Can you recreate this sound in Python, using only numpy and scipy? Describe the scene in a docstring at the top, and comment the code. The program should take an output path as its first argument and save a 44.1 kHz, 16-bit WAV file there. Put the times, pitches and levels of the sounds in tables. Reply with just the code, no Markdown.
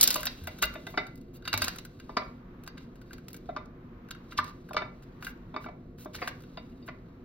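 """A kitchen knife saws and presses through a crisp pizza crust on a plate, close to a phone in a quiet kitchen.
Crust and rasp are bursts and beds of filtered noise grains; they shake resonant modes of the blade.
The edge knocks and clinks on the plate, driving modes of plate and blade; the worktop thumps as damped sines.
A small room answers with short noise tails over a low appliance rumble and hiss, all on two microphone ports."""
import sys
import numpy as np
from scipy import signal
from scipy.fft import rfft, irfft, next_fast_len
from scipy.io import wavfile
from scipy.ndimage import uniform_filter1d

SR = 44100
rng = np.random.default_rng(int(sys.argv[2]) if len(sys.argv) > 2 else 0)


def to_wav(sig):
    """Store sig (one row per channel, or 1-D mono) as 16-bit WAV at the path in sys.argv[1].

    Samples outside -1..1 are clipped; the rate is SR.
    """
    pcm = np.clip(np.atleast_2d(sig), -1, 1) * 32767
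    pcm = np.round(pcm).astype(np.int16)
    wavfile.write(sys.argv[1], SR, pcm.T)  # frames by channels


N = 319581

# Levels in the tables are relative: each sound is shaped further on its way to the microphone.

# appliance rumble and air hiss, spectral shape: [f/Hz, level/dB per Hz]
RUMBLE_SPECTRUM = [(12, -24.5), (20, -3.5), (43, -0.5), (70, -7.5), (130, -2.5), (189, -2), (210, -10.5),
                   (243, 2.5), (295, -10.5), (358, -6), (398, -13), (416, -18.5), (468, -11.5),
                   (586, -23.5), (700, -22), (910, -47.5), (1540, -120)]
HISS_SPECTRUM = [(400, -15.5), (700, 3), (1100, 8), (2000, -2.5), (4000, -17.5), (8000, -36),
                 (12000, -23.5), (16000, -33.5)]
RUMBLE_DB, HISS_DB = -46.5, -65.5

# room decay: [f/Hz, t60/s]
ROOM_T60 = [(300, 0.61), (1000, 0.35), (3000, 0.34), (8000, 0.01), (15000, 0.061)]
# close reflections that differ at the ports: [f/Hz, level/dB]
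SCATTER_SPECTRUM = [(1500, -28.5), (4000, -3), (8000, -19), (14000, -19)]
SCATTER_T60_S = 0.017
# phase by which the left port leads the right: [f/Hz, lead/rad]
PORT_LEAD = [(0, 0), (600, -0.5), (860, -2.4), (1210, 0.1), (1720, -1.2), (2670, -0.8), (3360, 1.6),
             (3790, 1.7), (4480, 1.4), (6720, 3.0), (10300, 3.3), (11500, 3.8), (14600, 6.0), (16400, 6.3)]
# diffuse sound that differs at the ports: [f/Hz, level/dB]
UNSHARED_SPECTRUM = [(100, -73), (300, -15.5), (800, -2.5), (3000, 1), (7000, 2.5), (10000, -34.5),
                     (14000, 20)]

# microphone response: [f/Hz, level/dB]
MIC_RESPONSE = [(5000, -1), (9000, 1), (12000, -1), (14500, -10), (16000, -9)]
CEILING, TOP_HZ = .75, 15900  # full scale 1; upper band edge

# worktop under the press: [t/s, level/dB, f/Hz]
THUMPS = [(0.417, -33, 84), (0.633, -32, 56), (1.537, -29.5, 99.5), (1.616, -35.5, 81.3),
          (1.546, -42.5, 242), (1.625, -43.5, 260), (4.378, -36, 91.4), (6.153, -44, 84)]
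# plate chattering on the worktop: [start t/s, length t/s, level/dB]
CHATTERS = [(0.156, 0.033, -43), (.625, 0.058, -49), (1.53, 0.054, -48.5), (1.621, 0.036, -48.5)]
# low mode of the chattering plate: [f/Hz], then [level/dB, t60/s]
BASE_HZ = [608]
BASE_MODES = [(-19.5, 0.15)]

# plate modes: [f/Hz], then for each [level/dB, t60/s]
PLATE_HZ = [292, 405, 611, 662, 750, 884, 1200, 1362, 1555, 1728, 2033, 2261, 2540, 2821, 3666, 4030, 4745,
            5395]
PLATE_MODES = [(0.5, 0.033), (-7.5, 0.083), (-5.5, 0.066), (-8.5, 0.091), (-0.5, 0.037), (6.5, 0.012),
               (-3.5, 0.055), (-12, 0.13), (-8, 0.05), (-9, 0.038), (-8, 0.14), (-6.5, 0.15), (-13, 0.08),
               (-14, 0.1), (-4, 0.09), (-13, 0.1), (-6, 0.07), (-4, 0.045)]
# blade modes: [f/Hz], then for each [level/dB, t60/s]
BLADE_HZ = [1375, 1462, 1595, 2035, 2821, 3735, 4760, 11400, 13000]
BLADE_MODES = [(-4, 0.019), (-4.5, 0.047), (-5, 0.035), (-15, 0.075), (-7.5, 0.055), (-9, 0.05), (-8, 0.06),
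               (-10.5, 0.019), (-9, 0.048)]
# how freely the blade rings between hand and crust: [t/s, level/dB]
BLADE_FREEDOM = [(0, -4), (.3, -1.5), (.65, 3), (.9, 0.5), (1.1, 5), (1.55, 5.5), (1.66, -5), (2.0, 4),
                 (2.68, -1), (3.0, -3), (3.3, -6), (4.1, 2), (4.44, -6.5), (5.24, -3.5), (6.0, -1.5),
                 (6.28, -12), (6.43, 0.5), (7.24, 3.5)]

# edge knocking the plate: [t/s, level/dB, weight level/dB at 700 Hz, level/dB at 2.1, 3.6 and 4.8 kHz,
# force level/dB on the plate, share of the first blow in the air, rattle t60/s]
KNOCKS = [(.157, -19, -16, -30, -23, -19, -33.5, 0.027, 0.032),
          (.472, -34, -6, -6.5, -13, -11.5, -30.5, .04, 0.055),
          (.625, -20.5, -24, -7.5, -13, -16, -28, .04, 0.035),
          (.754, -33, -10.5, -8.5, -12, -13, -31.5, .04, .038),
          (.867, -39, -3.5, -4.5, -1, -10, -30, .04, .038), (.94, -38, 0, -8, -23, -17, -33, 0.036, 0.042),
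          (.974, -16, -14, -9, -14, -12, -28.5, 0.14, .045), (1.538, -23, -9, -8, -9, -4, -30.5, .04, .038),
          (2.093, -31, -6, -23, -23, -16, -30.5, .04, .038),
          (2.168, -11, -14, -14.5, -18.5, -11, -34, .1, 0.045),
          (2.217, -33.5, -8.5, -14, -17, -20.5, -31, .04, .038),
          (3.489, -34, -2.5, -23, -18.5, -26.5, -27, .04, 0.06),
          (3.563, -21.5, -12.5, -16.5, -21, -15.5, -33, .04, 0.04),
          (4.3875, -11, -33.5, -30, -39, -34, -28, 0.71, .03),
          (4.708, -35.5, -6, -25, -21, -21, -29.5, .04, .038),
          (4.744, -30.5, 0, -21.5, -13.5, -11.5, -36.5, .04, .038),
          (4.765, -12, -14, -14.5, -14.5, -11, -33, .08, .05),
          (4.818, -25.5, -9, -13, -17, -20, -30.5, .1, 0.029),
          (5.541, -35.5, -2, -12, -12.5, -17, -32.5, 0.039, 0.047),
          (5.562, -25, -8.5, -13, -20, -15, -30, .04, 0.033),
          (5.661, -34.5, -7.5, -14, -21.5, -16, -28.5, 0.036, .038),
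          (5.686, -38.5, -0.5, -7, -21.5, -16, -33, 0.036, 0.05),
          (6.057, -37.5, 0, -19, -18.5, -25, -30.5, .04, .038),
          (6.184, -36, -20, -5, -19, -19, -38, .012, .05), (6.217, -17.5, -8, -7, -19, -19, -45, .15, 0.1),
          (6.25, -36.5, -10, -30, -20, -18, -42, .04, .03),
          (6.275, -17, -11.5, -18, -15, -30, -45, 0.55, 0.018),
          (6.572, -36.5, -5.5, -13, -9.5, -13, -28.5, .04, .038),
          (6.885, -28, -6, -7, -20, -16, -39, .1, .038)]
# blade lightly touching the plate: [t/s, force level/dB at 2, 2.8, 3.7 and 4.8 kHz]
CLINKS = [(.161, -34, -25, -24, -26), (.472, -32.5, -41, -38, -39), (.626, -19, -28, -23, -30),
          (.975, -20, -44, -24, -36), (1.453, -38, -39, -42, -49), (1.478, -36, -32, -23, -28),
          (1.53, -32, -28, -22, -31), (1.54, -22, -24, -24, -26), (1.577, -32, -29, -36, -32),
          (1.619, -32, -24, -33, -27), (2.169, -36, -44, -36, -25), (2.677, -49, -43, -52, -43.5),
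          (4.766, -40, -29, -36, -26), (6.226, -50, -48, -55, -34), (6.573, -40, -35, -35, -38),
          (6.826, -58, -62, -48, -54)]
CLINK_LONGER = 1.59  # times the t60 of the gripped blade

# fine crumbling of the crust: [t/s, level/dB]
CRUMBLE = [(0.0, -29.5), (0.08, -36.5), (0.3, -51.5), (0.97, -59.5), (1.17, -69.5), (1.45, -75),
           (1.63, -37), (1.89, -66), (2.24, -62), (2.46, -78.5), (2.98, -71), (3.49, -67.5), (3.73, -80),
           (4.11, -78), (4.29, -65), (5.99, -76.5), (6.21, -60.5), (7.24, -76)]
CRUMBLE_TREBLE_DB, CRUMBLE_RING_DB = -4, -32
CRACKLE_DB = -9  # lone crackles against the bed
# edge rasping along the crust: [start t/s, length t/s, level/dB, added treble level/dB, blade force level/dB]
RASPS = [(0.0, 0.24, -43, 4, -66), (0.617, 0.035, -23, -3, -53.5), (0.873, 0.064, -65.5, 17, -91.5),
         (1.332, 0.054, -62, 15.5, -91), (1.438, 0.087, -54.5, -13, -74), (1.608, 0.12, -52, -4, -69.5),
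         (2.776, 0.089, -62, -10, -96), (3.05, .16, -69.5, -7, -84), (4.306, 0.031, -47, -13, -75),
         (4.367, 0.02, -43, -11, -61), (4.42, 0.1, -51, -10.5, -79), (5.028, 0.016, -59, 2.5, -89.5),
         (5.204, 0.12, -50, 5, -86), (5.6, 0.065, -55.5, 0.5, -87.5), (5.974, 0.086, -54, 10.5, -85),
         (6.13, 0.051, -43, -3, -74), (6.155, 0.17, -53.5, 1, -74.5), (6.859, 0.026, -66, 20, -99)]
# edge skidding down the crust: [start t/s, length t/s, level/dB, from f/Hz, to f/Hz]
SKIDS = [(4.374, .018, -27.5, 5220, 1987)]

# crust snaps, the thin dry rim first: [t/s, level/dB, treble level/dB, depth of the break/dB]
SNAPS = [(.0108, -3, -15.5, -32), (.024, -19, -15, -38), (.0292, -8, -7, -25), (.0327, -15.5, 0.5, -14),
         (.0392, -7, -17, -26), (.0554, -33, -19, -18), (.074, -15, -8, -15), (.0767, -4.5, -27, -37),
         (.0874, -18, -25, -29), (.1047, -13.5, -12.5, -21), (.1081, -13, -23, -19),
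         (.1264, -25.5, -12, -15), (.1417, -16, -15, -26), (.157, -26, -4, -3.5), (.2064, -39, 1, -27),
         (.2304, -30, -10, -1), (.2545, -27, -2.5, -6.5), (.2682, -12, -36.5, -12), (.438, -49, 0, -5.5),
         (.4715, -32, -9, -2.5), (.586, -39.5, -13, -7.5), (.624, -18.5, -9.5, -23),
         (.6312, -24.5, -23, -2.5), (.652, -36.5, 1, -19), (.739, -43, -10.5, -4), (.867, -33.5, -21, -4.5),
         (1.067, -40.5, -19, -9.5), (1.156, -52.5, -3, -19), (1.176, -52.5, -15, -12.5),
         (1.212, -55, -11, -13.5), (1.423, -53, -22.5, -4.5), (1.453, -35, -25, -7),
         (1.476, -24, -23, -6.5), (1.529, -16, -29, -10), (1.538, -19.5, -18.5, -7), (1.576, -21, -12, -12),
         (1.619, -15, -17.5, -6), (1.642, -20, -14, -10.5), (1.673, -40, -16, 7),
         (1.681, -18.5, -18.5, -6.5), (1.759, -40.5, -7, -2.5), (1.785, -29.5, -19.5, -9.5),
         (1.85, -40.5, -8, -5), (1.999, -39.5, -26, -8), (2.636, -48, -9, -4.5), (2.664, -46.5, -16, -4.5),
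         (2.676, -34, -17.5, -5), (2.773, -49.5, -28, 1), (2.778, -39.5, -25.5, -6),
         (2.956, -53.5, -14.5, -5), (3.014, -50.5, -13.5, -1.5), (3.108, -58, -13, 9.5),
         (3.131, -36.5, -16.5, -5.5), (3.181, -50, -14, 0), (3.283, -37.5, -12, -7.5),
         (3.304, -51.5, -7, -1.5), (3.331, -43, -4.5, -17.5), (3.343, -39, -11, -6), (3.364, -47, -4, -8),
         (3.458, -54.5, -25, -2.5), (3.655, -52, -22, -14), (4.087, -52.5, -13, 1.5),
         (4.108, -27.5, -22, -10.5), (4.149, -49.5, -20, 1), (4.322, -47.5, -14.5, 8),
         (4.389, -31, -20.5, 5.5), (4.443, -36, -20, -11), (4.477, -48, -14.5, 2), (4.493, -48, -21, -12),
         (4.688, -54.5, -8, 8), (4.732, -38, -14.5, 0), (5.023, -51, -15.5, -3), (5.225, -42, -12.5, 4),
         (5.247, -30.5, -16.5, -11), (5.267, -42.5, -6.5, 9), (5.642, -50, -25, 6), (5.985, -52, -15.5, -3),
         (6.047, -47, -6.5, -9.5), (6.146, -35.5, -18, -1.5), (6.152, -29, -22, -9.5),
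         (6.162, -34, -20, -15), (6.275, -25.5, -18.5, 0.5), (6.405, -54.5, -10, 1),
         (6.421, -53.5, -9.5, -7.5), (6.436, -49, -22, -4), (6.572, -45, -34.5, 1), (6.878, -51.5, -28, 4)]
# a deeper break lasts longer and shakes the blade more
SNAP_T60_S, DEPTH_DB_PER_DOUBLING = 0.04, 24
SNAP_RING_DB, RING_PER_DEPTH = -24, 0.61
SPOT_DB = 1.5  # each contact lands on another spot and favours other modes


def undb(db):
    """Turn decibels into an amplitude factor."""
    return 10 ** (np.asarray(db) / 20)


def along(table, hz):
    """Read (f/Hz, value) points on a log-frequency axis."""
    f, v = np.transpose(table)
    return np.interp(np.log(np.maximum(hz, 1)), np.log(np.maximum(f, 1)), v)


def colour(x, table):
    """Filter a sound by (f/Hz, level/dB) points, without phase shift."""
    n = next_fast_len(x.shape[-1])
    gain = undb(along(table, np.fft.rfftfreq(n, 1 / SR)))
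    return irfft(rfft(x, n) * gain, n)[..., :x.shape[-1]]


def walk(rate):
    """Random levels held 1 / rate seconds and slewed twice; spread a little under 1."""
    hold = int(SR / rate)
    steps = np.repeat(rng.standard_normal(N // hold + 1), hold)
    return uniform_filter1d(uniform_filter1d(steps, hold), hold)[:N]


def swell(t, start, length, db):
    """One stroke's rise and fall, as half a sine."""
    return undb(db) * np.sin(np.pi * np.clip((t - start) / length, 0, 1))


def uneven_grains():
    """Dense tiny fractures of uneven size, in patches, at unit strength."""
    grains = rng.standard_normal(N) * undb(0.65 * rng.exponential(size=N) + 1.5 * walk(150))
    return grains / np.std(grains)


def ring(force, modes_hz, modes, flutter_db, flutter_hz, longer=1):
    """A force drives decaying modes of alternating sign; food and hand damp each mode unevenly."""
    out = 0
    for k, (hz, (db, t60)) in enumerate(zip(modes_hz, modes)):
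        decay = np.log(1000) / (max(longer * t60, .005) * SR)
        pole = np.exp(2j * np.pi * hz / SR - decay)
        mode = signal.lfilter([0, pole.imag], [1, -2 * pole.real, abs(pole) ** 2], force)
        out = out + (-1) ** k * undb(db + flutter_db * walk(flutter_hz)) * mode
    return out


def bursts(events, contact, rise_ms, scatter_db):
    """Each contact is one break and a dying flurry of smaller ones; rows: sound in the air, force on the body."""
    size, lead_in = 4096, 256  # samples; the lead-in holds what the filter spreads backwards
    out, t = np.zeros((2, N + size)), np.arange(size // 2) / SR
    for s, db, *kind in events:
        tint, ring_db, first, t60 = contact(*kind)
        uneven = undb(scatter_db * np.minimum(rng.exponential(size=len(t)), 3.0))
        grains = rng.standard_normal(len(t)) * uneven
        grains = grains * (1 - np.exp(-1000 * t / rise_ms)) * undb(-60 * t / t60)
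        grains = grains * np.repeat(undb(3.0 * rng.standard_normal(32)), 64)  # breaks come in clusters
        grains = grains / np.sqrt(np.sum(grains ** 2))
        blow = np.arange(len(t)) == int(rise_ms * SR / 1000)
        both = np.array([grains + first * blow, undb(ring_db) * (0.5 * grains + blow)])
        air, force = colour(np.pad(both, [(0, 0), (lead_in, size // 2 - lead_in)]), tint)
        spot = list(zip(300 * 2 ** (np.arange(24) / 4), SPOT_DB * rng.standard_normal(24)))
        i = int(s * SR)
        out[:, i:i + size] += undb(db) * np.array([air, colour(force, spot)])
    return out[:, lead_in:N + lead_in]


def rumble():
    """Appliances and air: a dull noise rumble that swells a little, under a faint hiss."""
    low = colour(rng.standard_normal((2, N)), RUMBLE_SPECTRUM) * undb(0.19 * walk(1.0))
    hiss = colour(rng.standard_normal((2, N)), HISS_SPECTRUM) * undb(3.5 * walk(3.0))
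    return low * undb(RUMBLE_DB) / np.std(low) + hiss * undb(HISS_DB) / np.std(hiss)


def room(dry):
    """Two diffuse tails, each band dying at its own rate: one common to both ports, one that differs."""
    t = np.arange(SR // 2) / SR
    tails = 0
    for hz in 250 * 2. ** np.arange(7):
        octave = [(hz / 2, -30), (hz / 2 ** .5, -6), (hz, 0), (hz * 2 ** .5, -6), (hz * 2, -30)]
        band = colour(rng.standard_normal((2, len(t))), octave)
        tails = tails + band * undb(-60 * t / along(ROOM_T60, hz))
    tails = tails * (1 - np.exp(-t / 0.0007))
    return undb(-37.0) * signal.fftconvolve(dry[None], tails, axes=1)[:, :N]


def scatter(dry):
    """Hands, plate and worktop throw back a short smear, unlike at the two ports."""
    t = np.arange(SR // 20) / SR
    smear = rng.standard_normal(len(t)) * undb(-60 * t / SCATTER_T60_S)
    smear = smear / np.sqrt(np.sum(smear ** 2))
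    return colour(signal.fftconvolve(dry, smear)[:N], SCATTER_SPECTRUM)


def thumps():
    """The worktop gives under the press: low sines that rise fast and die away."""
    out, age = np.zeros(N), np.arange(SR // 2) / SR
    envelope = (1 - np.exp(-age / 0.0063)) * np.exp(-age / 0.046)
    for s, db, hz in THUMPS:
        i = int(s * SR)
        out[i:i + len(age)] += undb(db) * envelope * np.sin(2 * np.pi * hz * age)
    return out


def chatter():
    """The plate chatters on the worktop: brief runs of uneven grains drive its low mode."""
    t = np.arange(N) / SR
    force = uneven_grains() * sum(swell(t, *row) for row in CHATTERS)
    return ring(force, BASE_HZ, BASE_MODES, flutter_db=2.0, flutter_hz=40.27)


def knocks():
    """The edge knocks the plate: a softer, longer push than a snap, dull, ringing the plate's modes."""
    def contact(weight, mid, hard, top, force_db, first, t60):
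        """Spectrum (f/Hz, level/dB), force on the plate/dB, share of the first blow, t60/s."""
        tint = [(200, weight + 23), (700, weight + 35), (1300, 25.44), (2150, mid + 31),
                (3600, hard + 27), (4800, top + 23), (9000, top - 1.5), (16000, top - 16)]
        return tint, force_db, first, t60
    thud, force = bursts(KNOCKS, contact, rise_ms=1.2, scatter_db=4.5)
    return thud + ring(force, PLATE_HZ, PLATE_MODES, flutter_db=4.5, flutter_hz=130.3)


def clinks():
    """A light touch on the plate sets the upper modes of the blade singing, longer than when gripped."""
    def contact(*force_db):
        """Spectrum of the force (f/Hz, level/dB), its level/dB, share of the first blow in the air, t60/s."""
        touch = zip((2030, 2800, 3740, 4765), force_db)
        tint = [(1700, force_db[0] - 15), *touch, (9000, force_db[-1] - 25)]
        return tint, 0, 0, .02
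    events = [(s, 0, *row) for s, *row in CLINKS]
    _, force = bursts(events, contact, rise_ms=.6, scatter_db=5.0)
    return ring(force, BLADE_HZ, BLADE_MODES, flutter_db=1.5, flutter_hz=69, longer=CLINK_LONGER)


def blade(force):
    """The blade rings in its modes as far as the grip lets it."""
    freedom = undb(np.interp(np.arange(N) / SR, *np.transpose(BLADE_FREEDOM)))
    return ring(force * freedom, BLADE_HZ, BLADE_MODES, flutter_db=2.0, flutter_hz=108.8)


def skids():
    """The edge skids down the crust: a gritty band of noise around a falling centre."""
    out, t = 0, np.arange(N) / SR
    for s, length, db, from_hz, to_hz in SKIDS:
        hz = np.interp(t, [s, s + length], [from_hz, to_hz])
        carrier = np.sin(2 * np.pi * np.cumsum(hz) / SR)
        grit = uniform_filter1d(rng.standard_normal(N), size=14)
        out = out + swell(t, s, length, db) * grit / np.std(grit) * carrier
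    return out


def crumble():
    """Tiny crust fractures: a faint bed, louder where the edge rasps; returns the sound and the blade's force."""
    t = np.arange(N) / SR
    bed = undb(np.interp(t, *np.transpose(CRUMBLE)))
    rasp = sum(swell(t, *row[:3]) for row in RASPS)
    rasp_treble = sum(undb(row[3]) * swell(t, *row[:3]) for row in RASPS)
    rasp_force = sum(swell(t, *row[:2], row[4]) for row in RASPS)
    grains = uneven_grains()
    grit = grains * undb(3.5 * rng.exponential(size=N) + 4 * walk(120))  # sparser, lone crackles
    grit = grit / np.std(grit)
    body = grains * (bed + rasp) + grit * bed * undb(CRACKLE_DB)
    treble = grains * (bed * undb(CRUMBLE_TREBLE_DB) + rasp_treble)
    body = colour(body, [(400, -1.0), (1500, -4.0), (4000, 0), (8000, -10.5), (14000, -27.5)])
    treble = colour(treble, [(4000, -20.0), (9000, -10.5), (16000, -1)])
    force = grit * (rasp_force + undb(CRUMBLE_RING_DB) * bed)
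    return body + treble, force


def snaps():
    """Brittle crust breaks: a wide crack in the air, and a jolt to the blade."""
    def contact(treble, depth):
        """Spectrum (f/Hz, level/dB), force on the blade/dB, share of the first break, t60/s."""
        tint = [(300, depth + 16), (1600, depth + 30), (2800, depth / 2 + 23),
                (4200, 19.27), (8000, treble / 2 + 25), (13000, treble + 33)]
        force_db = SNAP_RING_DB + RING_PER_DEPTH * depth
        return tint, force_db, .13, SNAP_T60_S * 2 ** (depth / DEPTH_DB_PER_DOUBLING)
    crack, force = bursts(SNAPS, contact, rise_ms=.4, scatter_db=5.0)
    return crack, force


def scene():
    """Sum the near sounds, set them in the room and spread everything over two ports."""
    crack, jolt = snaps()
    crumbs, scrape = crumble()
    near = crack + crumbs + chatter() + blade(jolt + scrape) + knocks() + clinks() + skids()
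    common, differing = room(near) + rumble()
    size = next_fast_len(N)
    lead = np.interp(np.fft.rfftfreq(size, 1 / SR), *np.transpose(PORT_LEAD))
    turn = np.exp(.5j * lead)  # half the lead on each port
    differing = rfft(colour(differing, UNSHARED_SPECTRUM) + scatter(near), size)
    common = rfft(near + thumps() + common, size)
    ports = np.array([(common + differing) * turn, (common - differing) / turn])
    return irfft(ports, size)[:, :N]


def record(dry):
    """The microphone colours the sound; the phone rounds the loudest peaks and cuts the top."""
    rounded = CEILING * np.tanh(colour(dry, MIC_RESPONSE) / CEILING)
    return signal.sosfilt(signal.ellip(8, .2, 70, TOP_HZ, fs=SR, output="sos"), rounded)


dry = scene()
out = record(dry)
to_wav(out)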